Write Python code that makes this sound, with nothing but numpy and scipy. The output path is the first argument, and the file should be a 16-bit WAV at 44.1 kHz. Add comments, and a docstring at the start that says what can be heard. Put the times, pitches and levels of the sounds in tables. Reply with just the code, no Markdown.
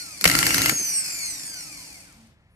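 """A falling whine and soft hiss come first: a starter motor on a workshop floor, still coasting.
A wire touches its solenoid: a click, a clunk, then nearly half a second of hammering under power,
before the rotor coasts down. Brushes crossing commutator bars make harmonics that flare at casing resonances.
Brush rub and knocks are filtered noise, blows are decaying noise bursts, and room echo is decaying noise.
A phone with two microphone ports listens close by."""
import sys
import numpy as np
from scipy import signal
from scipy.fft import rfft, irfft, next_fast_len
from scipy.io import wavfile
from scipy.ndimage import uniform_filter1d

SR = 44100
rng = np.random.default_rng(int(sys.argv[2]) if len(sys.argv) > 2 else 0)


def log_audio(samples):
    """Write samples as a 16-bit WAV file to the path given in sys.argv[1]."""
    # one column per channel
    frames = np.atleast_2d(samples).T
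    # limit to full scale, then quantise
    limited = np.clip(frames, -1, 1)
    pcm = np.round(limited * 32767).astype(np.int16)
    wavfile.write(sys.argv[1], SR, pcm)


N = 112454
T = np.arange(N) / SR
PADDED_N = next_fast_len(N + SR // 2)  # half a second of room for filter tails
F = np.maximum(np.fft.rfftfreq(PADDED_N, 1 / SR), 1)
SIDES = np.array([[1], [-1]])  # left, right


def undb(db):
    """Decibel law: 20 dB is a factor of ten in amplitude."""
    return 10 ** (np.asarray(db) / 20)


def curve(table):
    """Linear interpolation of a table's second column over time."""
    points = np.array(table)
    return np.interp(T, points[:, 0], points[:, 1])


def colour(table):
    """Spectral envelope: decibels interpolated over log frequency."""
    points = np.array(table)
    return undb(np.interp(np.log(F), np.log(points[:, 0]), points[:, 1]))


def mode(hz, width_hz):
    """Simple resonance: a damped oscillator's response, with gain 1 at its centre."""
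    return 1 / (1 + 1j * (F - hz ** 2 / F) / width_hz)


def through(x, response):
    """Linear filtering: multiplying spectra convolves sound with response."""
    return irfft(rfft(x, PADDED_N) * response, PADDED_N)[..., :N]


def unit(x):
    """Normalisation to an RMS of 1."""
    return x / np.sqrt(np.mean(x ** 2))


def noise():
    """White noise: equal power at all frequencies."""
    return rng.standard_normal(N)


def walk(rate):
    """Slow random modulation: stepped levels, smoothed twice, with a spread near 1."""
    hold = max(int(SR / rate), 1)
    steps = np.repeat(rng.standard_normal(N // hold + 1), hold)
    return 1.3 * uniform_filter1d(uniform_filter1d(steps, hold), hold)[:N]


def pair(draw, wide):
    """Mid-side stereo: a shared sound plus another of opposite sign on the two sides."""
    return draw() + wide * draw() * SIDES


# spectrum of the workshop air: pitch_hz, relative level_db
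SHOP_COLOUR = [(12, -46.5), (20, -22), (48, -6.5), (150, -11.5), (274, -28), (503, -30), (1180, -33.5),
               (1510, -33.5), (1740, -28.5), (14500, -67.5)]
# faint high hiss at the end: start_s, pitch_hz, width_hz (of one resonance pass), level_db
LAST_HISS = (2.49, 10300, 2000, -76)
SHOP_DB, SHOP_LUMPY_DB = -57.5, 0.5


def shop():
    """Broadband ambience: lumpy, mostly low noise, joined at the end by a band of high hiss."""
    air = pair(lambda: noise() * undb(SHOP_LUMPY_DB * walk(25.28)), 0.14)
    start_s, hz, width_hz, db = LAST_HISS
    band = through(rng.standard_normal((2, N)), mode(hz, width_hz) ** 2)
    hiss = unit(band) * np.clip((T - start_s) / 0.022, 0, 1)
    return undb(SHOP_DB) * unit(through(air, colour(SHOP_COLOUR))) + undb(db) * hiss


# dull thuds of the motor on the floor: start_s, level_db, length_s
THUDS = [(.212, -42, .035), (.712, -29, .024), (.793, -39, .035)]
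# low hums as the rotor comes to rest: start_s, length_s, pitch_hz, level_db
HUMS = [(2.03, .07, 288, -56), (2.13, .18, 225, -54)]
THUD_HZ, THUD_WIDTH_HZ = 213, 290
HUM_WANDER_DB = 2.


def bump(start_s, length_s):
    """Amplitude envelope: the square root of half a sine."""
    return np.sin(np.pi * np.clip((T - start_s) / length_s, 0, 1)) ** .5


def settling():
    """Resonant filtering and amplitude modulation: floor thuds are low noise, the last hums wavering sines."""
    low = unit(through(noise(), mode(THUD_HZ, THUD_WIDTH_HZ) ** 2))
    out = sum(undb(db) * low * bump(start_s, length_s) for start_s, db, length_s in THUDS)
    for start_s, length_s, hz, db in HUMS:
        level = undb(db + HUM_WANDER_DB * walk(41.8)) * bump(start_s, length_s)
        out = out + level * np.sin(2 * np.pi * hz * T)
    return out


# resonances of the frame and floor, shaken by the rattle here and by the blows below:
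# pitch_hz, width_hz (of one resonance pass), rattle level_db, relative blow level_db
FRAME = [(60, 60, -42.5, -17.5), (128, 53, -37, -20.5), (169, 31, -39.5, -5), (294, 70, -34, -5.5),
         (580, 970, -38.5, 3.5), (1374, 93, -35, -13.5), (1636, 410, -38, -2.5), (2086, 353, -33.5, 6.5),
         (2797, 490, -32.5, -2.5), (4460, 890, -36.5, 6), (7560, 9000, -26.5, -0.5),
         (10370, 15000, -47, 6.5)]
POWER_ON_S, POWER_OFF_S = .25, 0.701
POWER_RISE_S, POWER_FALL_S = 0.0033, 0.028  # linear rise, exponential fall
RATTLE_PER_S, RATTLE_WIDE, RATTLE_SPREAD_DB = 2500, 0.99, 3.


def rattle():
    """Random impulse excitation: while current flows, dense knocks shake the frame; low modes roar smoothly."""
    rise = np.clip((T - POWER_ON_S) / POWER_RISE_S, 0, 1)
    on = rise * np.exp(-np.maximum(T - POWER_OFF_S, 0) / POWER_FALL_S)
    out = 0
    for hz, width_hz, db, _ in FRAME:
        spread_db = RATTLE_SPREAD_DB * min(hz / 1000, 1)
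        wide = RATTLE_WIDE * min(hz / 2000, 1)  # low modes differ less between sides

        def knocks():
            """Poisson-like impulses: random instants and strengths."""
            hits = rng.random(N) < RATTLE_PER_S / SR
            return hits * noise() * undb(spread_db * walk(60))

        out = out + undb(db) * on * unit(through(pair(knocks, wide), mode(hz, width_hz) ** 2))
    return out


# solenoid blows: start_s, relative level_db, added treble_db
BLOWS = [(0.2104, -21.5, 6.5), (0.2409, -1.5, 1.5), (0.2536, 4, -11), (0.2595, -8.5, -5.5),
         (0.2757, -12, 10.5), (0.2977, -6.5, -0.5), (0.3132, -10, 1.5), (0.3511, -4.5, -3.5),
         (0.388, -6.5, 3), (0.428, -5.5, -12.5), (0.4656, -5.5, 0), (0.5054, -6.5, -18.5),
         (0.5432, -7, 1.5), (0.5804, -9, 1.5), (0.6175, -13.5, 6), (0.6584, -4.5, -2.5), (0.694, -5, 2)]
BLOW_RISE_S, BLOW_T60_S, BLOW_DB = 0.00091, 0.017, -7.5  # T60: time to fall by 60 dB
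BASS_BELOW_HZ, TREBLE_ABOVE_HZ = 800, 3500
CLUNK_FROM_S, CLUNK_TO_S = .25, .265
CLUNK_BASS_DB, HAMMER_BASS_DB = -0.5, -15.5  # only the clunk booms in the floor
STRIKE_AFTER_S = .0017  # the plunger lands just after the contacts start to chatter
STRIKE_DB = 13  # one-sample strike, relative to the chatter


def blows():
    """Impact excitation: each plunger blow is a short chatter with a hard strike in it; both ring the frame."""
    out, crack = 0, rng.standard_normal((2, N))
    for hz, width_hz, _, db in FRAME:
        bass = hz < BASS_BELOW_HZ
        push, strike = 0, np.zeros(N)
        for start_s, peak_db, treble_db in BLOWS:
            bass_db = CLUNK_BASS_DB if CLUNK_FROM_S < start_s < CLUNK_TO_S else HAMMER_BASS_DB
            own_db = peak_db + bass_db * bass + treble_db * (hz > TREBLE_ABOVE_HZ)
            since = np.maximum(T - start_s, 0)
            push = push + undb(own_db - 60 * since / BLOW_T60_S) * (1 - np.exp(-since / BLOW_RISE_S))
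            strike[int((start_s + STRIKE_AFTER_S) * SR)] = -undb(own_db + STRIKE_DB)
        # a one-way push drives the bass; the rest gets two-sided noise
        force = np.abs(crack[0]) if bass else crack[0] + RATTLE_WIDE * crack[1] * SIDES
        level = undb(db + BLOW_DB) * np.sqrt(3000 / width_hz)  # narrow modes get more gain
        out = out + level * through(push * force + strike, mode(hz, width_hz) ** (2 if bass else 1))
    return out


# broad response of the casing: pitch_hz, gain_db
CASING_BODY = [(400, -30), (800, -15), (1500, -12), (1850, -20), (2200, -10), (2800, -16), (3900, -16),
               (4200, -5), (7400, -4), (7900, -9), (9200, -8), (10500, -10), (12200, -6), (12500, -18),
               (14500, -22)]
# resonances of the casing: pitch_hz, width_hz, gain_db, left-minus-right pan_db
CASING = [(1520, 150, -10, 0), (2290, 450, -5, 6), (4400, 350, -3, 8), (5700, 250, -6, 2),
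          (5950, 300, -2, -8), (6400, 300, -5, 0), (7220, 400, -7, 0), (8200, 300, 2, -8),
          (8550, 600, 9, 0), (9900, 250, -4, 0), (11000, 400, -2, 8), (11900, 500, -6, -2)]


def casing():
    """Modal summation: the casing's broad response plus its resonance peaks, seen from each side."""
    response = colour(CASING_BODY)
    for hz, width_hz, db, pan_db in CASING:
        response = response + undb(db + SIDES / 2 * pan_db) * np.abs(mode(hz, width_hz)) ** 2
    return response


# rate at which commutator bars pass a brush: time_s, rate_hz
BAR_RATE = [(0, 1487), (.24, 1000), (.33, 1900), (.46, 2700), (.52, 2880), (.6, 3140), (.68, 3320),
            (.725, 3350), (.784, 3214), (.908, 2939), (1.052, 2603), (1.184, 2316), (1.326, 1992),
            (1.494, 1643), (1.786, 1071), (2.042, 575), (2.2, 280), (2.36, 5), (2.55, 1)]
# whine partials: multiple of the bar rate, level_db before the casing at full speed, slope_db per decade of speed
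WHINE = [(.58, -42, 45), (1, -38, 18), (2, -28, 52), (3, -33, 28), (4, -35, 29), (5, -41, 26), (6, -44, 25),
         (7, -47, 25), (8, -50, 25)]
# brush hiss over time: time_s, level_db
HISS = [(0, -37.5), (.205, -43.5), (.212, -32), (.24, -34.5), (.3, -36), (.4, -28.5), (.5, -28),
        (.74, -30.5), (1.17, -32), (1.45, -37.5), (1.82, -42.5), (2.0, -46.5), (2.11, -55.5), (2.28, -65.5),
        (2.34, -84), (2.55, -88.5)]
# spectrum of brush hiss before casing ring is added: pitch_hz, relative level_db
HISS_COLOUR = [(240, -32.5), (500, -31.5), (1500, -10), (1800, -8), (2400, -0.5), (2900, -13.5),
               (3200, -21.5), (3900, -25), (4400, 3.5), (6000, -1.5), (8400, -1.5), (11400, -6),
               (12600, -8), (14500, -19.5)]
# rumble of the turning rotor in the floor: pitch_hz, width_hz (of one resonance pass), level_db at full speed
RUMBLE = [(170, 70, -57), (289.8, 80, -56.5), (710, 680, -55.5), (3000, 5400, -53.5)]
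FULL_SPEED_HZ = 3000  # bar rate at which the levels above are stated
RUMBLE_SLOPE_DB = 9  # per decade of speed
FLUTTER_DB, LOADED_DB = 2.2, -4
HISS_GRAIN_DB, HISS_WIDE, HISS_RING_DB = 2.5, 1, -13


def rotor_whine(hz, speed_decades):
    """Harmonic synthesis: brushes snapping over bars make partials of the bar rate, which ring the casing."""
    phase = 2 * np.pi * np.cumsum(hz) / SR
    whine = 0
    for multiple, db, slope_db in WHINE:
        level = undb(db + slope_db * speed_decades + FLUTTER_DB * walk(25))
        tone = np.sin(multiple * phase + 2 * np.pi * rng.random())
        whine = whine + level * tone * (multiple * hz < .45 * SR)  # no aliasing
    # brushes under current sing less clearly
    power_times = [POWER_ON_S - .01, POWER_ON_S, POWER_OFF_S - .02, POWER_OFF_S]
    powered = np.interp(T, power_times, [0, 1, 1, 0])
    return through(whine * undb(LOADED_DB * powered), casing())


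def brush_hiss():
    """Friction noise: brushes rubbing on the bars give grainy noise, partly rung by the casing."""
    rub = pair(lambda: noise() * undb(HISS_GRAIN_DB * walk(300)), HISS_WIDE)
    response = colour(HISS_COLOUR) + undb(HISS_RING_DB) * casing()
    return unit(through(rub, response)) * undb(curve(HISS))


def rotor_rumble(speed_decades):
    """Structure-borne noise: floor resonances rumble, louder with the speed of the rotor."""
    rumble = 0
    for hz, width_hz, db in RUMBLE:
        shaking = pair(noise, min(hz / 1500, 1))
        rumble = rumble + undb(db) * unit(through(shaking, mode(hz, width_hz) ** 2))
    return rumble * undb(RUMBLE_SLOPE_DB * speed_decades)


def rotor():
    """Superposition: whine, brush hiss and floor rumble of one rotor add."""
    hz = curve(BAR_RATE)
    speed_decades = np.log10(hz / FULL_SPEED_HZ)
    return rotor_whine(hz, speed_decades) + brush_hiss() + rotor_rumble(speed_decades)


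ROOM_T60_S, ROOM_DB = 0.39, -12
LEFT_LAG = 7  # samples by which the left side is late


def room(motor):
    """Reverberation: convolution with exponentially decaying noise echoes the motor off walls and floor."""
    echo = rng.standard_normal((2, N)) * undb(-60 * T / ROOM_T60_S)
    echo = echo * (T > .003) * (T < .5)
    response = rfft(unit(echo) / np.sqrt(N), PADDED_N)
    return undb(ROOM_DB) * through(motor.mean(axis=0), response)


def scene():
    """Superposition: motor, its echo and the workshop add, with a small arrival delay on the left."""
    motor = rotor() + rattle() + blows() + settling()
    left, right = motor + room(motor) + shop()
    return np.array([np.roll(left, LEFT_LAG), right])


# difference between the microphone ports: pitch_hz, left-minus-right level_db
BALANCE = [(60, -1), (300, 0.5), (600, 1), (1200, -1.5), (2200, 7), (4500, 0), (9000, 0)]
LOW_CUT_HZ, TOP_HZ = 36, 14200


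def record(dry):
    """Filtering and saturation: two differing ports; the phone thins bass, rounds loud peaks and cuts the top."""
    ports = through(dry, colour(BALANCE) ** (SIDES / 2))
    thin = signal.sosfilt(signal.butter(2, LOW_CUT_HZ, "high", fs=SR, output="sos"), ports)
    rounded = np.tanh(thin)
    return signal.sosfilt(signal.ellip(10, .2, 80, TOP_HZ, fs=SR, output="sos"), rounded)


dry = scene()
out = record(dry)
log_audio(out)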